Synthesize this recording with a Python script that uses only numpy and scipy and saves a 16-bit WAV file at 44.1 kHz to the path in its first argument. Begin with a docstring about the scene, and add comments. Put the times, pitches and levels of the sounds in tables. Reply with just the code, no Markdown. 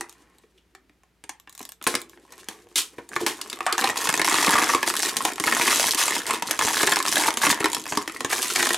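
"""Faint room air and a mains hum lie underneath from start to end, close to the microphone in a small room.
First a knife ticks and sizzles through a tie on a clear plastic blister tray: kicked blade modes, echoed by
the tray's pockets. It is put down amid snaps, clatters and low thumps, dying chatter that rings the thin shell.
Then two hands flex the tray to work a toy figure out: creases buckle in snaps and quick stick-slip runs,
each ringing the bending shell's modes, amid scrapes (dense slips) and creaks (one resonance)."""
import sys
import numpy as np
from scipy import signal
from scipy.fft import rfft, irfft, next_fast_len
from scipy.io import wavfile
from scipy.ndimage import uniform_filter1d, map_coordinates

SR = 44100
rng = np.random.default_rng(int(sys.argv[2]) if len(sys.argv) > 2 else 0)


def persist_wave(psi):
    """Save psi, clipped to +-1, as 16-bit WAV."""
    counts = np.round(np.clip(psi, -1, 1) * 32767).astype(np.int16)
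    wavfile.write(sys.argv[1], SR, np.atleast_2d(counts).T)


N = 386757
TIME = np.arange(N) / SR
LEFT_RIGHT = np.array([[1], [-1]])  # a side signal enters the two channels with opposite sign
REFERENCE_S = 0.005  # a buckle at 0 dB holds the energy of a signal at rms 1 for this long
BEND = 0.06  # share by which flexing detunes the modes


def undb(db):
    """Gain of a level in dB."""
    return 10 ** (np.asarray(db) / 20)


def unit(x):
    """The same sound at rms 1."""
    return x / np.sqrt(np.mean(x ** 2))


def walk(rate_hz):
    """Slow chance: random levels joined by lines, spread near 1."""
    levels = rng.standard_normal(4000)
    return 1.2 * np.interp(TIME * rate_hz, np.arange(4000), levels)


def resonance(f, hz, width_hz):
    """Response of one damped mode, gain 1 at its centre."""
    return 1j * f * width_hz / (hz ** 2 - f ** 2 + 1j * f * width_hz)


def bandpass(f, edges_hz):
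    """Response of a gentle band-pass, so that neighbouring zones overlap."""
    sos = signal.butter(1, edges_hz, "band", fs=SR, output="sos")
    return signal.sosfreqz(sos, f, fs=SR)[1]


# Colour of the quiet room air: (f/Hz, relative level/dB per Hz)
AIR_COLOUR = [(22, -34), (50, 1), (127, -3), (355, -5.5), (632, -13), (2010, -14), (9970, -27),
              (16000, -24)]


def background(air_db=-67.5, hum_hz=58.7, hum_db=-71.5):
    """Steady room air, as wide coloured noise, and a faint mains hum with its third harmonic."""
    hz, db = np.transpose(AIR_COLOUR)
    size = next_fast_len(N)
    f = np.fft.rfftfreq(size, 1 / SR)
    colour = undb(np.interp(np.log(f + 1), np.log(hz), db))
    noise = rng.standard_normal((2, size))
    mid, side = irfft(rfft(noise) * colour, size)[:, :N]
    air = unit(mid + 0.33 * side * LEFT_RIGHT)
    hum = np.sin(2 * np.pi * hum_hz * TIME)
    hum += 0.5 * np.sin(2 * np.pi * 3 * hum_hz * TIME)
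    return undb(air_db) * air + undb(hum_db) * np.sqrt(2) * hum


def room(x, t60_s, wet_db, spread, early=2.08, early_s=0.0026, gap_s=0.0015, dull_hz=11000):
    """Quick reflections off table and backdrop, then a short tail; their pattern shifts as the tray is turned."""
    t = np.arange(SR // 2) / SR
    fade = undb(-60 * t / t60_s) + early * np.exp(-t / early_s)
    fade *= t > gap_s  # silence before the first reflection
    paths = rng.standard_normal((3, len(t))) * fade / np.sqrt(np.sum(fade ** 2))
    paths = signal.sosfilt(signal.butter(2, dull_hz, fs=SR, output="sos"), paths)
    mono = x.mean(axis=0)[None]
    front, back, side = signal.fftconvolve(mono, paths, axes=1)[:, :N]
    turn = 2 * walk(3)
    wet = np.cos(turn) * front + np.sin(turn) * back + spread * side * LEFT_RIGHT
    return x + undb(wet_db) * wet


# The shell's three zones: whole panels, moulded pockets, small creases: (lower edge f/Hz, upper edge f/Hz)
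SHELL_ZONES = [(110, 620), (620, 2600), (2600, 17000)]
# Modes of the tray: (f/Hz, width/Hz, relative level/dB)
TRAY_MODES = [(111, 110, -15), (257, 45, -12.5), (336.1, 81, 2), (420.6, 19, -1.5), (765, 47, -2.5),
              (907, 108, 0.5), (1082, 136, 0.5), (1258, 210, -11), (1768, 550, -1.5), (2260, 270, -8.5),
              (3150, 1740, 10), (5380, 4300, 4), (7700, 3100, -3), (9300, 1000, -9)]


def shell(f, zone, modes=TRAY_MODES, detune=1):
    """Response of a body's modes within one zone, detuned as the body bends."""
    lo, hi = SHELL_ZONES[zone]
    ring = sum(undb(db) * resonance(f, hz * detune, width) for hz, width, db in modes if lo < hz < hi)
    return ring * bandpass(f, (lo, hi))


# Pitch of the pocket that is giving way, as the hands move over the tray: (t/s, f/Hz)
POCKET_PITCH_PATH = [(4.0, 1080), (4.4, 1400), (5.25, 1147), (5.55, 1750), (6.8, 1116), (8.6, 1654)]


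def buckles(times, gains, decay_s, zone, size, own, modes=TRAY_MODES, tilt_db=0, bend=BEND, kick=2.16,
            lump_db=3.5, give_s=0.00037, own_width=0.15, pocket_range=0.43, pan_db=-0.5):
    """Each buckle is a kick and a dying, lumpy chatter that ring the bent body and the buckling spot.

    own is the gain of the spot's own resonance beside the body, tilt_db is per octave.
    """
    count = len(times)
    t, f = np.arange(size) / SR, np.fft.rfftfreq(size, 1 / SR)
    lo, hi = SHELL_ZONES[zone]

    lumps = np.repeat(rng.standard_normal((count, size // 32)), 32, axis=1)
    push = rng.standard_normal((count, size)) * undb(lump_db * lumps)
    push *= np.exp(-t / np.reshape(decay_s, (-1, 1)))
    push *= 1 - np.exp(-t / give_s)  # the sheet takes an instant to give way
    place, side, flip = 2 * rng.random((count, 3)).T[:, :, None] - 1
    push[:, :1] += kick * np.sign(flip)  # the sheet may flip either way

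    if zone == 1:
        pocket_hz = np.interp(times, *np.transpose(POCKET_PITCH_PATH))[:, None]
        spot_hz = pocket_hz * np.exp(pocket_range * place)
    else:
        # share of the way down from the zone's top edge to its bottom edge, on a log scale
        spot_hz = hi * (lo / hi) ** (0.527 + 0.35 * place)
    detune = np.exp(bend * np.interp(times, TIME, walk(10)))[:, None]
    body = shell(f, zone, modes, detune) * undb(tilt_db * np.log2(1 + f / lo))
    spot = 1 + own * resonance(f, spot_hz, own_width * spot_hz)
    rings = irfft(rfft(push) * body * spot)
    energy = np.sum(rings ** 2, axis=1)
    rings *= (gains * np.sqrt(REFERENCE_S * SR / energy))[:, None]

    out = np.zeros((2, N + size))
    starts = np.clip(times * SR, 0, N).astype(int)
    pans = undb(pan_db * side * [1, -1])
    for start, ring, pan in zip(starts, rings, pans):
        out[:, start:start + size] += pan[:, None] * ring
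    return out[:, :N]


# Light ticks, mostly of the knife as it saws at the tie: (t/s, relative level/dB)
KNIFE_TICKS = [(0.0946, -29), (0.1264, -36.5), (0.384, -41.5), (1.399, -34.5), (1.495, -30.5),
               (1.5264, -34), (1.551, -29), (1.5778, -28), (1.593, -25), (1.6142, -28), (1.6283, -26),
               (1.6522, -24), (1.691, -24), (1.72, -25.5), (1.8257, -23.5), (1.8407, -20), (2.004, -32),
               (2.0164, -22), (2.0958, -33.5), (2.3223, -30.5), (3.09, -26.5)]
# Modes of the blade: (f/Hz, width/Hz, relative level/dB)
BLADE_MODES = [(3980, 1300, 1), (6660, 2200, 2), (8400, 2900, -5), (12600, 1500, 3.5)]


def knife(blade_db=-12.0, pocket_db=-23):
    """Thin, bright ticks of the blade; each also taps the tray's pockets."""
    times, db = np.transpose(KNIFE_TICKS)
    blade = buckles(times, undb(db + blade_db), decay_s=0.0013, zone=2, size=1024, own=0, modes=BLADE_MODES)
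    taps = buckles(times, undb(db + pocket_db), decay_s=0.0026, zone=1, size=1024, own=0.4)
    return blade + taps


# Scrapes, handling rustle and the knife's sizzle, each a rush of tiny slips:
# (start t/s, length t/s, pocket level/dB, crease level/dB)
SCRAPES = [(0.023, .42, -66.5, -82), (1.531, .21, -72, -65), (4.271, .16, -30, -31.5),
           (5.68, .2, -35.5, -28), (5.97, .07, -27, -22.5), (6.261, .06, -32.5, -35),
           (7.409, .07, -33, -27.5), (8.302, .055, -36, -37)]


def scrapes(zone, slip_hz=900, scatter_db=3, slip_s=0.00078):
    """Slips so close together that they merge into a hiss, which swells and fades."""
    times, gains = [], []
    for start, length, *level_db in SCRAPES:
        progress = np.linspace(0, 1, int(length * slip_hz) + 2)
        late, chance = rng.standard_normal((len(progress), 2)).T
        times.append(start + length * progress + late / slip_hz / 2)
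        swell = np.sqrt(np.abs(np.sin(np.pi * progress)) / (slip_hz * REFERENCE_S))
        gains.append(undb(level_db[zone - 1] + scatter_db * chance) * swell)
    return buckles(np.concatenate(times), np.concatenate(gains), slip_s, zone, size=512, own=1)


# Creaks and squeaks, where one spot sticks and sings: (t/s, decay t/s, f/Hz, level/dB)
STICKING_SPOTS = [(0.577, 0.0087, 2900, -55), (3.667, 0.065, 1224, -16), (4.552, 0.021, 1150, -12.5),
                  (7.889, 0.034, 6590, -26.5)]


def creaks(width=0.22):
    """A sticking spot chatters into one narrow resonance, its width a share of its pitch."""
    out = 0
    for when, decay_s, hz, db in STICKING_SPOTS:
        zone = 1 + int(hz > SHELL_ZONES[1][1])  # high squeaks sit in the creases
        out = out + buckles(np.array([when]), undb([db]), decay_s, zone, size=4096, own=0,
                            modes=[(hz, width * hz, 0)], bend=0)
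    return out


# Resting grip on the tray between squeezes: (t/s, force level/dB)
RESTING_GRIP = [(0, -57), (1.2, -86), (2.6, -57), (3.05, -59), (3.35, -47), (5.2, -39), (6.25, -41),
                (6.41, -54), (6.6, -38), (7.4, -37), (8.05, -51), (8.77, -48)]
# Squeezes and shifts of the hands:
# (start t/s, length t/s, force level/dB, sharpness = creases over pockets level/dB)
HAND_SQUEEZES = [(0.0, 0.029, -46.5, -13), (1.995, 0.39, -55, -7), (2.292, 0.15, -55.5, 4),
                 (3.101, 0.12, -40.5, -2.5), (3.77, 0.12, -29, -2), (3.941, 0.21, -33, 3),
                 (4.24, 0.28, -26, 1), (4.448, 0.29, -24.5, -4), (4.851, 0.23, -33, 6),
                 (5.143, 0.15, -34.5, -2), (5.424, 0.3, -26, -1), (5.69, 0.23, -30, 6.5),
                 (6.01, 0.074, -30, 5), (6.085, 0.099, -33, 2.5), (6.246, 0.11, -30.5, -2),
                 (6.45, 0.08, -33, -1.5), (6.59, 0.41, -29, 2.5), (7.052, 0.13, -33, 8),
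                 (7.136, .15, -26.5, 0), (7.405, .11, -25, -0.5), (7.573, 0.062, -34.5, -10),
                 (7.68, 0.063, -37, 5.5), (7.747, 0.27, -40, 0), (8.078, .18, -41, -2),
                 (8.286, 0.45, -35.5, 7), (8.555, 0.11, -27, -1.5)]


def flex(zone, attack_s=0.02, release_s=0.025, sharpen_db_per_s=9.5, panel_db=-19.5, panel_growth=0.69):
    """How hard the hands work a zone: a resting grip plus squeezes that build up, hold, sharpen and let go."""
    power = undb(np.interp(TIME, *np.transpose(RESTING_GRIP))) ** 2
    for start, length, force_db, sharp_db in HAND_SQUEEZES:
        age = TIME - start
        shape = np.clip(age / attack_s, 0, 1) * np.exp(-np.maximum(age - length, 0) / release_s)
        # pockets give first, then the load moves into the creases
        shift_db = sharpen_db_per_s * (np.clip(age, 0, length) - length / 2) / 2
        zone_db = sharp_db + shift_db if zone == 2 else -shift_db
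        power = power + (shape * undb(force_db + zone_db)) ** 2
    force = np.sqrt(power)
    if zone == 0:
        # large panels move even under a light touch: they grow by less than a dB per dB of force
        return undb(panel_db) * force ** panel_growth
    return force


def slips(rate_hz=130, wander=0.5, jitter=0.4, firm_db=-30, pace_growth=0.45, idle_hz=25):
    """Times of stick-slip releases: nearly even runs, sparse under a light touch, dense in a hard squeeze."""
    pace = idle_hz + rate_hz * (flex(2) / undb(firm_db)) ** pace_growth
    travel = np.cumsum(pace * np.exp(wander * walk(14))) / SR
    marks = np.cumsum(np.exp(jitter * rng.standard_normal(size=6000)))
    return np.interp(marks[marks < travel[-1]], travel, TIME)


def crinkle(times, force_db, effort, zone, decay_s, scatter_db, own, tilt_db, yield_db=-53):
    """A run of small buckles that release the energy the hands put in; a light touch buckles little."""
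    gains = undb(force_db + scatter_db * (2 * rng.random(len(times)) - 1))
    index = np.minimum((times * SR).astype(int), N - 1)
    # dividing by the local power keeps dense runs from outgrowing the effort
    power = uniform_filter1d(np.bincount(index, gains ** 2, N), size=3000) * REFERENCE_S * SR
    released = effort ** 2 / (effort + undb(yield_db))
    gains = gains * released[index] / np.sqrt(power[index])
    return buckles(times, gains, decay_s, zone, size=1024, own=own, tilt_db=tilt_db)


def rub(effort, zone, flutter_db=4.5):
    """Figure and fingers slide over the shell with an uneven hiss whose colour drifts as it bends."""
    size = next_fast_len(N)
    noise = rng.standard_normal(size)
    hiss = irfft(rfft(noise) * shell(np.fft.rfftfreq(size, 1 / SR), zone), size)
    drift = np.cumsum(np.exp(BEND * walk(10)))  # varying playback speed shifts the modes
    bent = map_coordinates(hiss, [drift], order=3, mode="wrap")
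    return effort * unit(bent * undb(flutter_db * walk(45)))


# Single snaps of the plastic:
# (t/s, relative pocket level/dB, panel level/dB over the pockets, crease level/dB over the pockets)
PLASTIC_SNAPS = [(0.009, -19, -22, -6.5), (0.436, -49, -3, -22), (0.75, -35, -23, -10),
                 (0.895, -47.5, -10, -16), (1.034, -47, -23, -11), (1.239, -34, -15, -4.5),
                 (1.293, -23, -26, -4), (1.474, -33.5, -21, -24), (1.605, -28.5, -11, -17),
                 (1.814, -30, -17, -24), (1.867, -7.5, -16, -12), (1.873, -12, -32, -1),
                 (1.941, -15.5, -14, -13), (1.952, -14, -23, -0.5), (2.486, -26, -13, 1),
                 (3.163, -9, -21, -17.5), (3.264, -12.5, -26, -3), (3.414, -28.5, -21, 6),
                 (3.499, -37, -14, 11), (3.529, -25, -14.5, 0), (3.606, -13, -23.5, -21),
                 (3.665, -7.5, -33, -14), (3.726, -17, -12.5, 2.5), (3.78, -9.5, -30, -9),
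                 (3.825, -17, -15, -21), (3.842, -8, -17.5, -7.5), (3.898, -11.5, -29, -19),
                 (4.072, -12, -28, -8), (4.091, -9.5, -25, -6), (4.14, -9.5, -23, -6),
                 (4.176, -17, -15, -1.5), (4.195, -8, -15.5, -12), (4.216, -8.5, -22.5, -6.5),
                 (4.246, -11.5, -34, -4.5), (4.479, -8, -12.5, -16), (4.54, -11, -24, -7),
                 (4.585, -9, -23, -10), (4.623, -14, -11.5, -6), (4.748, -4, -15.5, -14),
                 (4.829, -8, -25, -11.5), (4.876, -11, -22, -5), (5.031, -14, -34, -3),
                 (5.168, -20.5, -17, 7.5), (5.251, -7.5, -19.5, -5.5), (5.319, -22, -18, -10),
                 (5.399, -14.5, -13, -3), (5.618, -17, -28, -1), (5.678, -8.5, -24, -8),
                 (5.947, -23, -8, 6.5), (6.107, -14, -17, -8), (6.153, -22, -14, 2), (6.167, -20, -12, -6),
                 (6.308, -11.5, -19, -7), (6.423, -12.5, -24, -9), (6.51, -13, -26, 0),
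                 (6.591, -9.5, -22, -5.5), (6.648, -16.5, -10, -27), (6.674, -16, -25, -17),
                 (6.831, -6, -16, -9.5), (6.873, -6.5, -22, -12), (6.922, -5.5, -28, -8.5),
                 (6.969, -8.5, -25, -25), (7.052, -12.5, -29, -13), (7.285, -8.5, -25, -14),
                 (7.372, -15.5, -16.5, -1), (7.451, -9.5, -18, -11), (7.467, -4.5, -21, -14),
                 (7.501, -5.5, -27, -26), (7.527, -10, -23, -28), (7.605, -17, -7, -5.5),
                 (7.643, -7.5, -11.5, -8.5), (7.657, -6, -33, -11), (7.747, -20.5, -25, 4.5),
                 (7.923, -13, -19.5, -14.5), (7.973, -8.5, -14, -9), (8.077, -17, -16, -9),
                 (8.206, -20, -14, -4.5), (8.247, -12.5, -13, -7.5), (8.329, -9.5, -27, -9),
                 (8.428, -19, -32, 4), (8.559, -11, -37, -2.5), (8.628, -11, -24, -8),
                 (8.706, -10, -18.5, -12), (8.744, -11, -28, -4.5)]
# Knocks, clatters and low thumps with a longer decay:
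# (t/s, decay t/s, panel level/dB, pocket level/dB, crease level/dB)
LONG_KNOCKS = [(1.878, 0.041, -24.5, -29, -23), (1.955, 0.019, -29.5, -59, -51),
               (2.487, 0.049, -40.5, -38, -37.5), (2.757, 0.032, -34.5, -32, -12.5),
               (2.779, 0.02, -43, -29, -14), (2.982, 0.014, -29.5, -35, -50),
               (3.209, 0.028, -20, -46, -31.5), (3.265, 0.032, -27, -20.5, -19)]


def tray(zone, times, force_db, snap_s, slip_s, scatter_db, snap_db, crinkle_db, rub_db, own=2, tilt_db=0):
    """Everything one zone of the shell radiates: snaps, long knocks, crinkling and rubbing."""
    when, pocket_db, panel_db, crease_db = np.transpose(PLASTIC_SNAPS)
    knocks = np.array(LONG_KNOCKS)
    effort = flex(zone)
    snap_gains = undb(snap_db + pocket_db + (panel_db, 0, crease_db)[zone])
    out = buckles(when, snap_gains, snap_s, zone, size=2048, own=1.0)
    out += buckles(knocks[:, 0], undb(knocks[:, 2 + zone]), knocks[:, 1], zone, size=8192, own=0)
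    out += undb(crinkle_db) * crinkle(times, force_db, effort, zone, slip_s, scatter_db, own, tilt_db)
    return out + undb(rub_db) * rub(effort, zone)


def scene():
    """Every slip ticks a crease, about half also pop a pocket; panels move longest, creases are sharpest."""
    times = slips()
    force_db = 5.0 * (2 * rng.random(len(times)) - 1)  # a crease holds only so much before it gives
    pops = rng.random(len(times)) < 0.5
    panels = tray(0, times, force_db, snap_s=0.0061, slip_s=0.0056, scatter_db=14.5,
                  snap_db=2.5, crinkle_db=2, rub_db=-1.5)
    pockets = tray(1, times[pops], force_db[pops], snap_s=0.0027, slip_s=0.0011, scatter_db=7.5,
                   snap_db=-9.0, crinkle_db=1.0, rub_db=-11, own=1.95)
    creases = tray(2, times, force_db, snap_s=0.0018, slip_s=0.00062, scatter_db=6.0,
                   snap_db=-3.5, crinkle_db=0.0, rub_db=-8.5, own=1, tilt_db=1.5)
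    low = room(panels, t60_s=0.26, wet_db=-8.5, spread=0.15)
    mid = room(pockets + scrapes(1) + creaks(), t60_s=0.25, wet_db=-5.0, spread=0.32)
    high = room(creases + scrapes(2) + knife(), t60_s=0.15, wet_db=-5.5, spread=0.5)
    return background() + low + mid + high


def record(dry, treble_hz=13200, ceiling=0.7, top_hz=16000):
    """The microphone dulls the highest treble; the recorder rounds the tallest peaks and cuts off the top."""
    soft = signal.sosfilt(signal.butter(3, treble_hz, fs=SR, output="sos"), dry)
    rounded = ceiling * np.tanh(soft / ceiling)
    return signal.sosfilt(signal.ellip(10, 0.2, 70, top_hz, fs=SR, output="sos"), rounded)


dry = scene()
out = record(dry)
persist_wave(out)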